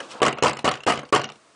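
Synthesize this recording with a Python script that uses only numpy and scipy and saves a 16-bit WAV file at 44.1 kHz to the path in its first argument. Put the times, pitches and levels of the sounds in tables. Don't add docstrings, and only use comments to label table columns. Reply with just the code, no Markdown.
import sys
import numpy as np
from scipy import signal
from scipy.fft import rfft, irfft
from scipy.io import wavfile
from scipy.ndimage import uniform_filter1d

SR = 44100
rng = np.random.default_rng(int(sys.argv[2]) if len(sys.argv) > 2 else 0)


def int16_out(signal):
    q = np.round(np.clip(np.atleast_2d(signal).T, -1, 1) * 32767)
    wavfile.write(sys.argv[1], SR, q.astype(np.int16))


def convert_level_to_amplitude(level_db):
    exponent = np.asarray(level_db, float) / 20
    return 10 ** exponent


N = 68355

# (time [s], grip level [dB], rub level [dB])
HAND_MOVES = [
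    (0.0, -43, -47),
    (0.01, -39, -56),
    (0.031, -43, -47.5),
    (0.084, -46, -54),
    (0.117, -43.5, -39.5),
    (0.158, -38, -52),
    (0.19, -44.5, -51.5),
    (0.21, -36.5, -67),
]
# (frequency [Hz], level [dB per Hz])
GRIP_COLOUR = [(35, -46), (60, -21.5), (521, -5.5), (688, -8), (1300, -8), (3000, -41), (3900, -61),
               (6600, -120)]
# (frequency [Hz], level [dB per Hz])
RUB_COLOUR = [(880, -34), (1500, -22.5), (2570, -4), (8500, -16), (10200, -23), (10500, -26), (13600, -65),
              (22000, -120)]
# (frequency [Hz], level [dB per Hz])
AIR_COLOUR = [(18, -56), (30, -11.5), (582, -5.5), (642, 1), (801, -13.5), (1100, -3.5), (1510, -11),
              (9520, -19.5), (10500, -30.5), (13600, -46), (22000, -120)]
# (frequency [Hz], level [dB], time to fall 60 dB [s])
PANEL_MODES = [(141, -6.5, 0.093), (223.3, -4, 0.16), (303.5, -16, 0.17), (385, -8, 0.15), (490, -2, 0.14),
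               (623, -16.5, 0.14), (731.2, -2.5, 0.12), (847, -9.5, 0.11), (1046, -6, 0.1),
               (1180, 2.5, 0.033), (1262, -3, 0.047), (1474, -2.5, 0.041), (1680, -24, 0.033),
               (2063, -4, 0.025)]
# (frequency [Hz], level [dB], time to fall 60 dB [s])
LATCH_MODES = [(1640, -19, 0.012), (2513, -8, 0.023), (2786, -3, 0.032), (2966, -6, 0.039),
               (3890, -31, 0.0092), (4177, -12.5, 0.033), (5060, -8, 0.0082), (7020, -7, 0.0067)]
# (frequency [Hz], level [dB per Hz])
THUD_COLOUR = [(18, -54), (30, -48), (213, -0.5), (1020, -1), (2860, -11), (3570, -20.5), (8630, -25),
               (9760, -25), (10500, -79), (13600, -75), (22000, -120)]
# (frequency [Hz], level [dB per Hz])
SNAP_COLOUR = [(180, -9), (300, -3.5), (2750, -6), (3880, -11), (5540, -12), (9750, -20), (10500, -52),
               (13600, -71), (22000, -120)]
# (time [s], force [dB], metal share [dB], favoured pitch [Hz])
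DOOR_BLOWS = [(0.003, -20, -10.5, 1480), (0.203, -27, -35, 860), (0.218, -10.5, 1, 513),
              (0.229, -2.5, -12, 490), (0.25, -9.5, -10, 1080), (0.264, -9.5, 2, 1330),
              (0.281, -8, -3, 385), (0.425, -12, 3, 490), (0.435, -10.5, 2, 475), (0.445, -5.5, -12, 573),
              (0.459, -12, -0.5, 1010), (0.467, -17, 6.5, 1110), (0.48, -16, 2, 985),
              (0.645, -13, 0.5, 315), (0.653, -11, -4, 554), (0.664, -16.5, -19, 1180),
              (0.677, -3.5, -36, 1110), (0.688, -15, 4, 491), (0.866, -11, -3, 463),
              (0.873, -12.5, -2.5, 737), (0.885, -8.5, -4, 1280), (0.899, -6.5, -20, 1020),
              (0.921, -17, 3.5, 1300), (0.935, -18.5, -12, 1130), (1.126, -8, -0.5, 358),
              (1.132, -10, -35, 1120), (1.148, -5, -6.5, 713), (1.16, -9, 0, 1030),
              (1.177, -20.5, 0.5, 1070), (1.194, -18.5, -6, 930)]
# (time [s], level [dB], pitch [Hz], time to fall 60 dB [s])
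SINGLE_KNOCKS = [(.003, -23.5, 1654, 0.031), (.003, -29, 2990, 0.023), (.203, -24, 955, 0.022),
                 (.223, -12.5, 1140, 0.054), (.223, -13.5, 683, 0.054), (.233, -11, 458, 0.064),
                 (.227, -13, 506, .04), (.241, -12, 473, .04), (0.261, -17, 1390, 0.057),
                 (.268, -16, 896, .03), (.25, -12.5, 1107, 0.059), (.266, -21, 1250, 0.031),
                 (.43, -20.5, 1140, 0.06), (.439, -10.5, 476, 0.063), (.441, -12, 900, 0.037),
                 (.449, -11, 496, 0.032), (.455, -11, 620, 0.028), (.459, -10, 1024, 0.045),
                 (.461, -14, 481, 0.045), (.468, -18, 1290, 0.034), (.479, -18, 532, 0.043),
                 (.468, -22, 3130, 0.04), (.479, -15.5, 907, .04), (.652, -16, 602, 0.062),
                 (.661, -12, 1180, 0.041), (.663, -15.5, 786, 0.037), (.677, -9, 997, 0.032),
                 (.681, -16, 716, .04), (.677, -13.5, 2930, 0.028), (0.681, -11.5, 1280, 0.037),
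                 (.8775, -5, 832, 0.015), (.882, -12.5, 1244, 0.048), (.885, -12, 452, 0.036),
                 (0.901, -14, 905, 0.047), (.9, -17, 1300, .04), (.904, -17.5, 2847, .05),
                 (0.921, -14, 1223, 0.031), (1.031, -30.5, 1103, 0.036), (1.031, -34, 544, 0.037),
                 (1.1263, -10, 1131, 0.071), (1.133, -12.5, 1086, 0.076), (1.144, -14.5, 394, 0.034),
                 (1.15, -15.5, 2915, 0.024), (1.16, -15.5, 1866, 0.034), (1.163, -13, 937, 0.048),
                 (1.168, -17, 660, 0.048), (1.163, -20, 2785, 0.028), (.372, -28, 926, 0.022),
                 (0.568, -31, 1225, .03), (.804, -29.5, 2720, 0.028)]
# (frequency [Hz], time to fall 60 dB [s])
HALL_RING = [(60, 0.39), (250, 0.24), (1000, 0.24), (3000, 0.21), (6000, 0.18), (10000, 0.085)]
# (time [s], push [dB], pitch [Hz])
LATCH_THUMPS = [
    (0.2177, -4.5, 460),
    (0.4248, -6, 416),
    (0.6437, -9, 357),
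    (0.8655, -10, 386),
    (1.1253, -6.5, 370),
]
# (hold [s], level [dB])
PANEL_CHATTER = [
    (0.043, -24),
    (0.066, -28),
    (0.026, -24),
    (0.032, -23),
    (0.023, -22.5),
]
# (time [s], force [dB], wood share [dB])
LOOSE_TICKS = [(0.291, -21, 2), (0.3267, -16, -8), (0.3737, -36.5, 11), (0.3846, -21.5, 0),
               (0.494, -21, -10), (0.5042, -36, 13.5), (0.531, -22.5, -8), (0.5700, -24, -9),
               (0.5898, -24, -1), (0.7131, -17, -1), (0.7382, -20, -19), (0.7534, -23, -32),
               (0.772, -29.5, -16), (0.8052, -30.5, -28), (0.8351, -24, -33), (0.946, -26.5, -18),
               (0.9566, -28, -2), (0.9747, -19, -19), (0.9916, -22, -0.5), (1.0306, -42, 13),
               (1.0518, -34.5, -24.5), (1.0899, -35.5, -19), (1.2158, -20, -6), (1.2357, -23, -6.5),
               (1.2418, -18, -3), (1.2511, -23.5, -16), (1.2892, -28, -19), (1.2987, -31, 0),
               (1.3203, -33, -32), (1.3564, -41, -4.5)]
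# (start [s], end [s], depth [dB])
LEVEL_DIPS = [
    (0.208, 0.218, -5.5),
    (0.852, 0.862, -26),
    (1.104, 1.125, -22),
]
# (time [s], level [dB])
SILENCE_BAR = [(0, -29), (.19, -29), (.23, -25), (.28, -27), (.3, -19), (.42, -21), (.44, -30), (.49, -28),
               (.51, -18), (.58, -20), (.61, -32), (.68, -32), (.7, -24), (.85, -24), (.88, -32),
               (.94, -26), (1.1, -26), (1.17, -30), (1.2, -23), (1.32, -22), (1.36, -30)]


def evened(x):
    return x / np.sqrt(np.mean(x ** 2) + 1e-20)


def read(points, hz):
    f, value = np.transpose(points)
    return np.interp(np.log(hz + 1), np.log(f + 1), value)


def add(mix, s, sound):
    part = mix[round(s * SR):][:len(sound)]
    part += sound[:len(part)]


def coloured(points, size, patches=((1, 0), (2, 0))):
    hz = np.fft.rfftfreq(size, 1 / SR)
    level_db = read(points, hz) + read(patches, hz)
    return evened(irfft(rfft(rng.standard_normal(size)) * convert_level_to_amplitude(level_db), size))


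def hand():
    t = np.arange(N) / SR
    s, grip_db, rub_db = np.transpose(HAND_MOVES)
    grip = convert_level_to_amplitude(np.interp(t, s, grip_db, right=-120)) * coloured(GRIP_COLOUR, N)
    rub = convert_level_to_amplitude(np.interp(t, s, rub_db, right=-120)) * coloured(RUB_COLOUR, N)
    return grip + rub


def still_air():
    return convert_level_to_amplitude(-57) * coloured(AIR_COLOUR, N)


def strike(modes, burst, burst_db, burst_t60, first):
    detune, scatter_s, bounce_count, patchy_db = 0.016, 0.004, 4, 4
    t = np.arange(4096) / SR
    hz, db, t60 = np.transpose(modes)[:, :, None]
    spot, drift = rng.standard_normal((2, len(modes), 1))
    fading = np.tanh(2 * spot) * convert_level_to_amplitude(db - 60 * t / t60)
    ring = (fading * np.sin(2 * np.pi * hz * (1 + detune * drift) * t)).sum(0)
    ring /= np.linalg.norm(convert_level_to_amplitude(db))
    patches = np.transpose([np.geomspace(300, 10000, 14), patchy_db * rng.standard_normal(14)])
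    one = ring + convert_level_to_amplitude(burst_db - 60 * t / burst_t60) * coloured(burst, 4096, patches)
    bounces = np.zeros(1024)
    when, size = rng.random((2, bounce_count))
    bounces[(when * scatter_s * SR).astype(int)] = size + 0.29
    bounces[0] = first
    return signal.fftconvolve(one, bounces / np.linalg.norm(bounces)) / 2


def wood(centre_hz=700, focus_db=0):
    focus_octaves = 0.5
    sound = strike(PANEL_MODES, THUD_COLOUR, burst_db=0, burst_t60=0.054, first=1.8)
    near = signal.lfilter(*signal.iirpeak(centre_hz, 1 / focus_octaves, SR), sound)
    return (sound + (convert_level_to_amplitude(focus_db) - 1) * near) / convert_level_to_amplitude(focus_db / 2)


def metal():
    return strike(LATCH_MODES, SNAP_COLOUR, burst_db=1.5, burst_t60=0.02, first=0.9)


def blows():
    wood_db, metal_db = -2, -2
    out = np.zeros(N)
    for s, db, share_db, hz in DOOR_BLOWS:
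        panel = convert_level_to_amplitude(wood_db) * wood(hz, focus_db=2)
        latch = convert_level_to_amplitude(share_db + metal_db) * metal()
        add(out, s, convert_level_to_amplitude(db) * (panel + latch))
    return out


def knocks():
    rise_s = 0.00096
    out, t = np.zeros(N), np.arange(4096) / SR
    for s, db, hz, t60 in SINGLE_KNOCKS:
        swell = convert_level_to_amplitude(db - 60 * t / t60) * np.minimum(t / rise_s, 1)
        add(out, s, swell * np.sin(2 * np.pi * hz * t))
    return out


def hall(x):
    delay_s, spacing = 0.004, 20
    taps = np.zeros(SR // 2)
    at = np.arange(round(delay_s * SR), len(taps) - spacing, spacing)
    taps[at + rng.integers(0, spacing, len(at))] = rng.choice([-1., 1.], len(at))
    hz, t, z = signal.stft(taps, SR, nperseg=256)
    fade = convert_level_to_amplitude(-60 * t / read(HALL_RING, hz)[:, None])
    tail = signal.istft(z * fade, SR, nperseg=256)[1]
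    return convert_level_to_amplitude(-13) * signal.fftconvolve(x, tail / np.linalg.norm(tail))[:N]


def thumps():
    t60, rise_s = 0.015, 0.0003
    out, t = np.zeros(N), np.arange(2048) / SR
    for s, db, hz in LATCH_THUMPS:
        push = convert_level_to_amplitude(db - 60 * t / t60) * np.minimum(t / rise_s, 1)
        add(out, s, push * np.cos(2 * np.pi * hz * t - np.pi / 4))
    return out


def chatter(count=12):
    hits_per_s, spread_db, lag_s = 1100, 4, 0.002
    wood_fade, metal_fade, metal_db = 206, 330, -3
    t = np.arange(N) / SR
    shake, jingle, out = np.zeros(N), np.zeros(N), np.zeros(N)
    for (s, _, _), (hold, db) in zip(LATCH_THUMPS, PANEL_CHATTER):
        on = t > s + lag_s
        late = np.maximum(t - s - hold, 0)
        shake += on * convert_level_to_amplitude(db - wood_fade * late)
        jingle += on * convert_level_to_amplitude(db + metal_db - metal_fade * late)
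    size = np.minimum(rng.exponential(1, N), 4)
    hits = (rng.random(N) < hits_per_s / SR) * convert_level_to_amplitude(spread_db * (size - 2))
    spot = rng.integers(0, count, N)
    for k in range(count):
        mine = hits * (spot == k)
        out += signal.oaconvolve(mine * shake, wood())[:N]
        out += signal.oaconvolve(mine * jingle, metal())[:N]
    return out


def ticks():
    rise_s = 0.003
    out = np.zeros(N)
    for s, db, share_db in LOOSE_TICKS:
        sound = metal() + convert_level_to_amplitude(share_db) * wood()
        rise = np.minimum(np.arange(len(sound)) / SR / rise_s, 1)
        add(out, s - rise_s / 2, convert_level_to_amplitude(db) * sound * rise)
    return out


def scene():
    door = blows() + knocks() + thumps() + chatter() + ticks()
    return (hand() + still_air() + door + hall(door))[None]


def silence_faint_bands(x, size=5):
    corner_hz, low_slope, high_slope, luck_db = 4900, 40, -5, 4
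    hz, t, z = signal.stft(x, SR, "cosine", 256, 128)
    power = abs(z[:125]) ** 2
    bands = power.reshape(-1, size, len(t)).sum(1)
    near = uniform_filter1d(power.sum(0), size=9)
    band_hz = hz[:125].reshape(-1, size).mean(1)[:, None]
    octaves = np.log2(band_hz / corner_hz)
    bar_db = np.interp(t, *np.transpose(SILENCE_BAR)) + luck_db * rng.standard_normal(bands.shape)
    bar_db += low_slope * np.minimum(octaves, 0) + high_slope * np.maximum(octaves, 0)
    too_faint = convert_level_to_amplitude(bar_db) ** 2 * near / (bands + 1e-20)
    keep = np.ones(z.shape)
    keep[:125] = np.repeat(1 / (1 + too_faint ** 12), size, 0)
    return signal.istft(z * keep, SR, "cosine", 256, 128)[1][:N]


def roll_off(x):
    return signal.sosfilt(signal.butter(12, 11320, fs=SR, output="sos"), x)


def record(dry):
    bass_cut_hz, treble_edge_hz, ramp_s = 106, 10250, 0.004
    t, mute_db = np.arange(N) / SR, np.zeros(N)
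    for start, end, depth_db in LEVEL_DIPS:
        mute_db += depth_db * np.clip(np.minimum(t - start, 3 * (end - t)) / ramp_s, 0, 1)
    x = signal.sosfilt(signal.butter(3, bass_cut_hz, "high", fs=SR, output="sos"), dry[0])
    x = np.tanh(x * convert_level_to_amplitude(mute_db))
    x = signal.oaconvolve(x, signal.firwin(255, treble_edge_hz, window=("kaiser", 8), fs=SR), "same")
    mix = silence_faint_bands(x)[None]
    return roll_off(mix)


dry = scene()
out = record(dry)
int16_out(out)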